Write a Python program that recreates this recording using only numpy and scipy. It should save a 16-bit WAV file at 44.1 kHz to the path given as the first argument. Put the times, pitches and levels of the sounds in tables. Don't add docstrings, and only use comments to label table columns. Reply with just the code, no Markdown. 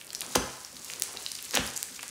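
import sys
import numpy as np
from scipy import signal
from scipy.fft import rfft, irfft
from scipy.io import wavfile
from scipy.ndimage import uniform_filter1d

SR = 44100
rng = np.random.default_rng(int(sys.argv[2]) if len(sys.argv) > 2 else 0)


def amplitude_ratio(level_db):
    exponent = np.asarray(level_db, float) / 20
    return 10 ** exponent


def wrap_up_sound(samples):
    columns = np.atleast_2d(samples).T
    tamed = np.clip(columns, -1, 1)
    steps = np.round(tamed * 32767).astype(np.int16)
    wavfile.write(sys.argv[1], SR, steps)


N = 92610

# start_s, crackle_level_db
WORK = [(0, -50.5), (.12, -51.5), (.24, -44.5), (.34, -46.5), (.5, -48), (0.702, -52.5), (.85, -45),
        (1.0, -45), (1.2, -46), (1.35, -45.5), (1.5, -43.5), (1.7, -41.5), (1.9, -48), (2.1, -45.5)]
# frequency_hz, level_db
CRACKLE_COLOUR = [(410, -30), (1000, -20), (2000, -8), (3550, -2.5), (4550, 2), (6920, 5.5), (9860, 2.5),
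                  (14400, -6.5), (16000, -3.5)]
# start_s, squelch_level_db
SQUELCH = [(0, -65), (0.139, -62.5), (.24, -49.5), (.34, -52), (.6, -69), (.98, -53.5), (1.04, -51),
           (1.19, -53.5), (1.3, -65.5), (1.55, -54), (2.1, -64.5)]
# frequency_hz, level_db
AIR_COLOUR = [(15, -44), (30, -24), (60, 2.5), (130, 2.5), (250, 2.5), (700, -9), (1500, -2), (6000, -12),
              (16000, -12)]
# start_s, peak_level_db,
# pitch_hz, ring_cycles
POCKETS = [(0.0121, -36, 8600, 11), (0.0467, -29, 10000, 13), (0.0568, -43, 13520.0, 31.5),
           (0.0686, -27, 8800, 5.5), (0.0932, -32, 4000, 2.2), (0.1046, -24.5, 4620, 14),
           (0.1314, -20, 7800, 13), (0.1494, -17, 5580, 15), (0.1497, -21.5, 6900, 45),
           (0.9003, -33, 11000, 3), (0.1568, -24, 6260, 27), (0.1646, -29, 11200, 10.6),
           (0.2077, -16, 9700, 9.8), (0.2168, -19, 3680, 6.8), (0.2199, -18.5, 7900, 8.5),
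           (0.648, -26.5, 6020, 35), (0.6627, -34, 8000, 12), (0.7461, -38, 6460.0, 10),
           (0.7673, -28, 4500, 11), (0.8197, -47, 8100, 11), (0.8465, -21.5, 8700, 7.2),
           (0.9004, -24, 2620, 8), (0.9178, -25.5, 6800, 18), (0.9361, -27, 6950, 15),
           (0.9983, -20, 10900, 11), (1.0218, -12, 12100, 15), (1.0351, -15, 10300, 8.8),
           (1.0375, -22, 9000, 19),
           (1.1311, -25.5, 9400, 19), (1.1716, -22, 4360, 19), (1.2241, -25, 8950, 4.1),
                (1.2633, -18, 4340, 19), (1.3171, -18, 5440, 14), (1.3509, -22.5, 9600, 12),
                (1.3531, -21, 5100, 15), (1.3881, -26, 3870, 10), (1.3919, -29, 2870, 6.1),
                (1.4264, -19.5, 12230.0, 11), (1.4472, -24, 4400, 2.7), (1.5098, -19.5, 5800, 13),
                (1.666, -22, 10900, 18), (1.676, -23, 5450, 13), (1.7366, -28, 7300, 17.0),
                (1.7634, -29, 4760, 12), (1.7637, -20.5, 8500, 27), (1.7688, -21.5, 7060, 36),
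                (1.7759, -17, 7800, 30), (1.829, -9.5, 8660, 6.2), (1.926, -29, 9000, 8),
                (1.9927, -28.5, 2470, 8.9), (2.0297, -22, 7460, 8.7), (2.009, -32, 6000, 12),
                (2.0802, -22.5, 8100, 9.3), (2.0908, -25, 8400, 8.6),
           (0.3529, -17, 3530, 6.3), (0.3559, -6.5, 5500, 5), (0.3553, -10, 6640, 6),
          (0.357, -7.5, 9500, 6.9), (.3592, -11.5, 670, 1), (1.0219, -4, 6700, 2.6),
          (1.547, -33, 2250, 2.6), (1.5512, -23, 2000, 0.57), (1.5523, -10, 7500, 7.7),
          (1.961, -32, 5470, 12), (1.564, -12, 2410, 2.1), (1.572, -19.5, 738, 2.44),
          (1.5726, -9.5, 3470, 3.9), (2.0319, -20, 2940, 0.7), (2.0393, -32, 4900, 3.7),
           (0.0136, -30.5, 3100, 5.2), (0.0157, -39, 2480, 17), (0.0232, -34, 9700, 12),
         (0.037, -45, 11000, 5), (0.0782, -35, 4670, 10), (0.1258, -40, 12500, 8),
         (0.1326, -35.5, 1980, 2.6), (0.1415, -43, 10000, 7), (0.2644, -27.5, 6300, 6),
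         (0.3361, -29, 4430, 5.3), (0.658, -40, 3850, 8), (0.729, -34, 8900, 10), (0.925, -41, 7300, 14),
         (0.9362, -22, 4560, 5.3), (0.955, -35, 8000, 8), (0.9985, -25, 13900, 18), (1.0443, -32, 8550, 14),
         (1.129, -31, 12000, 12), (1.1655, -31, 2620, 5.1), (1.2303, -31, 8500, 10),
         (1.2852, -28, 12500, 11), (1.2975, -42, 14000, 12), (1.3186, -20.5, 9900, 18),
         (1.4517, -26, 8240, 16), (1.4517, -36, 13000, 14), (1.458, -37, 6000, 11), (1.464, -35, 2960, 5.2),
         (1.5012, -39, 7600, 14), (1.508, -36, 11500, 12), (1.5255, -35, 5200, 7), (1.529, -26, 4730, 11),
         (1.8865, -38, 2020, 4.6), (1.993, -40.5, 1100, 7.9), (1.9969, -32.5, 2680, 11),
         (2.0357, -41.5, 950, 9.2),
           (1.5366, -22, 2180, 2.1), (1.5387, -26, 5200, 17), (1.5428, -29, 7500, 8), (1.542, -20, 4460, 27),
         (1.5476, -26, 8400, 9.2), (1.553, -9, 6100, 9.7), (1.5552, -28, 11900, 9), (1.5562, -15, 7300, 14),
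         (1.5722, -19, 2470, 4), (1.5727, -19, 1380, 3.6)]
# frequency_hz, level_db
ROOM_COLOUR = [(60, 16.5), (250, 6.5), (700, -2), (1400, 5.5), (5000, -0.5), (9000, 2), (16000, -4)]
# frequency_hz, t60_s
ROOM_T60 = [(100, 0.19), (350, 0.46), (1000, 0.82), (2500, 0.59), (6400, 0.55), (14000, 0.3)]
# start_s, level_db, contact_cutoff_hz, weight_behind_it_db
THUDS = [
    (0.222, -61, 600, -24),
    (0.271, -49.5, 1540, -26),
    (.355, -27, 1200, -1.5),
    (0.727, -46, 300, -9),
    (0.867, -62, 1150, -9),
    (1.536, -33.5, 330, -20),
    (1.574, -25, 453, -6.5),
    (1.901, -53, 610, -14),
    (2.039, -61, 1200, -12),
    (2.086, -49, 200, 27),
]
# pitch_hz, level_db, t60_s
TABLE_MODES = [(61.4, 2, 0.12), (76, 4.5, 0.08), (131.6, -4.5, 0.45), (185.5, -4, 0.067), (242, 3, 0.068),
               (365.5, 1, 0.054), (531.5, 9.5, 0.033), (843, -13, 0.1), (1074, -7, 0.066),
               (1344, -1.5, 0.081), (1547, 8, 0.023)]
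# start_s, level_db, rise_s, hold_s
SPLATS = [
    (0.3506, -18, 0.0032, 0.0014),
    (1.522, -30.5, 0.021, 0.034),
]
# frequency_hz, level_db
SPLAT_COLOUR = [(120, -52), (250, -3), (538, 4), (1500, 3.5), (3900, -2), (6400, 1), (16000, -20.5)]

CRACKLE_PER_S, CRACKLE_SPREAD_DB, CRACKLE_CYCLES = 4000, 3, 7
SQUELCH_PER_S, SQUELCH_SPREAD_DB, SQUELCH_CYCLES = 500, 3.3, 9.4
AIR_DB = -55
POP_DB, LOUD_DB = 1.5, -13
RING_SHARE, SAG = 1.44, 0.28
OVERTONE, OVERTONE_DB, OVERTONE_SPREAD_DB = 1.743, -12.5, 4
UNDERTONE, UNDERTONE_DB, UNDERTONE_SPREAD_DB = 0.806, -10.5, 4.9
SNAP_DB = -18
TOP_REACH = 3.35
ECHO_S, ECHO_DB = 0.001063, -20
ROOM_DB, ROOM_GAP_S, ROOM_BUILD_S = -8, 0.0017, 0.009
BENDING_LAG_S, BENDING_HZ = 0.0247, 128.7
TOUCH_DB, WEIGHT_HZ = 1.5, 160
SPLAT_FALL_S = 0.0085
MIC_LOW_HZ, CUTOFF_HZ, FAINT_CUTOFF_HZ = 46.7, 16900, 15950


def rms_one(x):
    return x / np.sqrt(np.mean(x ** 2) + 1e-20)


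def at_hz(points, hz):
    table_hz, value = np.transpose(points)
    return np.interp(np.log(hz), np.log(table_hz), value)


def over_time(points):
    return amplitude_ratio(np.interp(np.arange(N) / SR, *np.transpose(points)))


def colour(x, spectrum):
    hz = np.fft.rfftfreq(len(x), 1 / SR) + 1
    return irfft(rfft(x) * amplitude_ratio(at_hz(spectrum, hz)), len(x))


def butter(x, order, hz, kind):
    return signal.sosfilt(signal.butter(order, hz, kind, fs=SR, output="sos"), x)


def cut(x, hz):
    return signal.sosfiltfilt(signal.cheby2(14, 30, hz, fs=SR, output="sos"), x)


def drift(rate):
    return rms_one(np.interp(np.arange(N) * rate / SR, np.arange(400), rng.standard_normal(400)))


def ring(clicks, hz, t60):
    r, w = amplitude_ratio(-60 / (t60 * SR)), 2 * np.pi * hz / SR
    return signal.lfilter([0, np.sin(w)], [1, -2 * r * np.cos(w), r * r], clicks + 1e-18)


def add(out, s, sound):
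    i = int(s * SR)
    out[i:i + len(sound)] += sound[:len(out) - i]


def grains(per_s, spread_db, low_hz, high_hz, cycles):
    sizes = amplitude_ratio(spread_db * np.minimum(rng.exponential(1, N), 4)) * rng.choice([-1, 1], N)
    born = rng.random(N) < per_s * amplitude_ratio(4 * drift(25)) / SR
    dealt = rng.integers(0, 16, N)
    out = np.zeros(N)
    for k, hz in enumerate(np.geomspace(low_hz, high_hz, 16)):
        out += ring(sizes * born * (dealt == k), hz, cycles / hz) * np.sqrt(hz)
    return rms_one(out)


def crackle():
    bubbles = grains(CRACKLE_PER_S, CRACKLE_SPREAD_DB, 925, 17200, CRACKLE_CYCLES)
    return over_time(WORK) * rms_one(colour(bubbles, CRACKLE_COLOUR))


def squelch():
    return over_time(SQUELCH) * grains(SQUELCH_PER_S, SQUELCH_SPREAD_DB, 370, 1364, SQUELCH_CYCLES)


def room_air():
    return amplitude_ratio(AIR_DB) * rms_one(colour(rng.standard_normal(N), AIR_COLOUR))


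def pop(hz, cycles):
    t = np.arange(600) / SR
    turn = 2 * np.pi * np.cumsum(1 + SAG * (np.exp(-t * hz / 2) - 0.5)) / SR
    fade = amplitude_ratio(-60 * t * hz / (RING_SHARE * max(cycles, 0.5))) * np.clip(t * hz * 2, 0, 1)
    over_chance, over_shift, under_chance, under_shift = rng.uniform(-1, 1, 4)
    over_hz = min(hz * OVERTONE * (1 + 0.24 * over_shift), 0.33 * SR)
    under_hz = hz * UNDERTONE * (1 + 0.098 * under_shift)
    over = amplitude_ratio(OVERTONE_DB + OVERTONE_SPREAD_DB * over_chance) * np.sin(turn * over_hz)
    under = amplitude_ratio(UNDERTONE_DB + UNDERTONE_SPREAD_DB * under_chance) * np.sin(turn * under_hz)
    sound = (np.sin(turn * hz) + over + under) * fade
    sound[:8] += amplitude_ratio(SNAP_DB) * np.diff(rng.uniform(-1, 1, 9)) * 2
    sound = butter(sound, 2, 0.25 * hz, "high")
    sound = butter(sound, 2, min(TOP_REACH * hz, 0.45 * SR), "low")
    return sound / np.abs(sound).max()


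def pops():
    loud, faint = np.zeros(N), np.zeros(N)
    for s, db, hz, cycles in POCKETS:
        add(faint if db < LOUD_DB else loud, s, amplitude_ratio(db + POP_DB) * pop(hz, cycles))
    return loud, faint


def bounce(x):
    return x + amplitude_ratio(ECHO_DB) * np.roll(x, int(ECHO_S * SR))


def room(x):
    t, tail = np.arange(SR) / SR, np.zeros(SR)
    edges = 60 * 2 ** np.arange(0, 8.6, 0.25)
    for low, high in zip(edges, edges[1:]):
        band = butter(rng.standard_normal(SR), 2, [low, min(high, 0.45 * SR)], "band")
        t60 = at_hz(ROOM_T60, np.sqrt(low * high))
        tail += band * amplitude_ratio(at_hz(ROOM_COLOUR, low) - 60 * t / t60)
    tail *= np.clip((t - ROOM_GAP_S) / ROOM_BUILD_S, 0, 1)
    return signal.fftconvolve(x, tail / np.sqrt(np.sum(tail ** 2)))[:N]


def table_mode(delay_s, level, hz, t60):
    push = np.zeros(SR // 2)
    push[max(int(delay_s * SR), 0)] = level
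    swell = np.hanning(int(2.5 * SR / hz))
    wave = np.cos(2 * np.pi * hz * np.arange(len(swell)) / SR)
    sound = np.convolve(ring(push, hz, t60), swell * wave * 2 / swell.sum())
    return sound[len(swell) // 2:][:SR // 2]


def table():
    out = np.zeros(N)
    for s, db, cut_hz, weight_db in THUDS:
        for hz, mode_db, t60 in TABLE_MODES:
            level_db = db + mode_db + TOUCH_DB * rng.normal() + weight_db * (hz < WEIGHT_HZ)
            level = amplitude_ratio(level_db) / (1 + (hz / cut_hz) ** 2)
            delay_s = BENDING_LAG_S * (np.sqrt(BENDING_HZ / hz) - 0.3)
            add(out, s, table_mode(delay_s, level, hz, t60))
    return out


def splats():
    t, shape = np.arange(N) / SR, np.zeros(N)
    for s, db, rise, hold in SPLATS:
        swell = np.clip((t - s) / rise, 0, 1) ** 2
        shape += amplitude_ratio(db) * swell * np.exp(-np.maximum(t - s - rise - hold, 0) / SPLAT_FALL_S)
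    ragged = amplitude_ratio(3.0 * uniform_filter1d(rng.standard_normal(N), size=36) * 7)
    return shape * rms_one(ragged * colour(rng.standard_normal(N), SPLAT_COLOUR))


def scene():
    loud, faint = pops()
    knocks = table()
    soft = splats() + crackle() + squelch()
    far = amplitude_ratio(ROOM_DB) * room(loud + faint + soft + knocks)
    diffuse = bounce(faint) + soft + far + room_air()
    return (bounce(loud) + knocks + cut(diffuse, FAINT_CUTOFF_HZ))[None]


def band_limit(x):
    return signal.sosfilt(signal.butter(12, 16980, fs=SR, output="sos"), x)


def record(dry):
    thin = butter(dry, 2, MIC_LOW_HZ, "high")
    return band_limit(cut(thin, CUTOFF_HZ))


dry = scene()
out = record(dry)
wrap_up_sound(out)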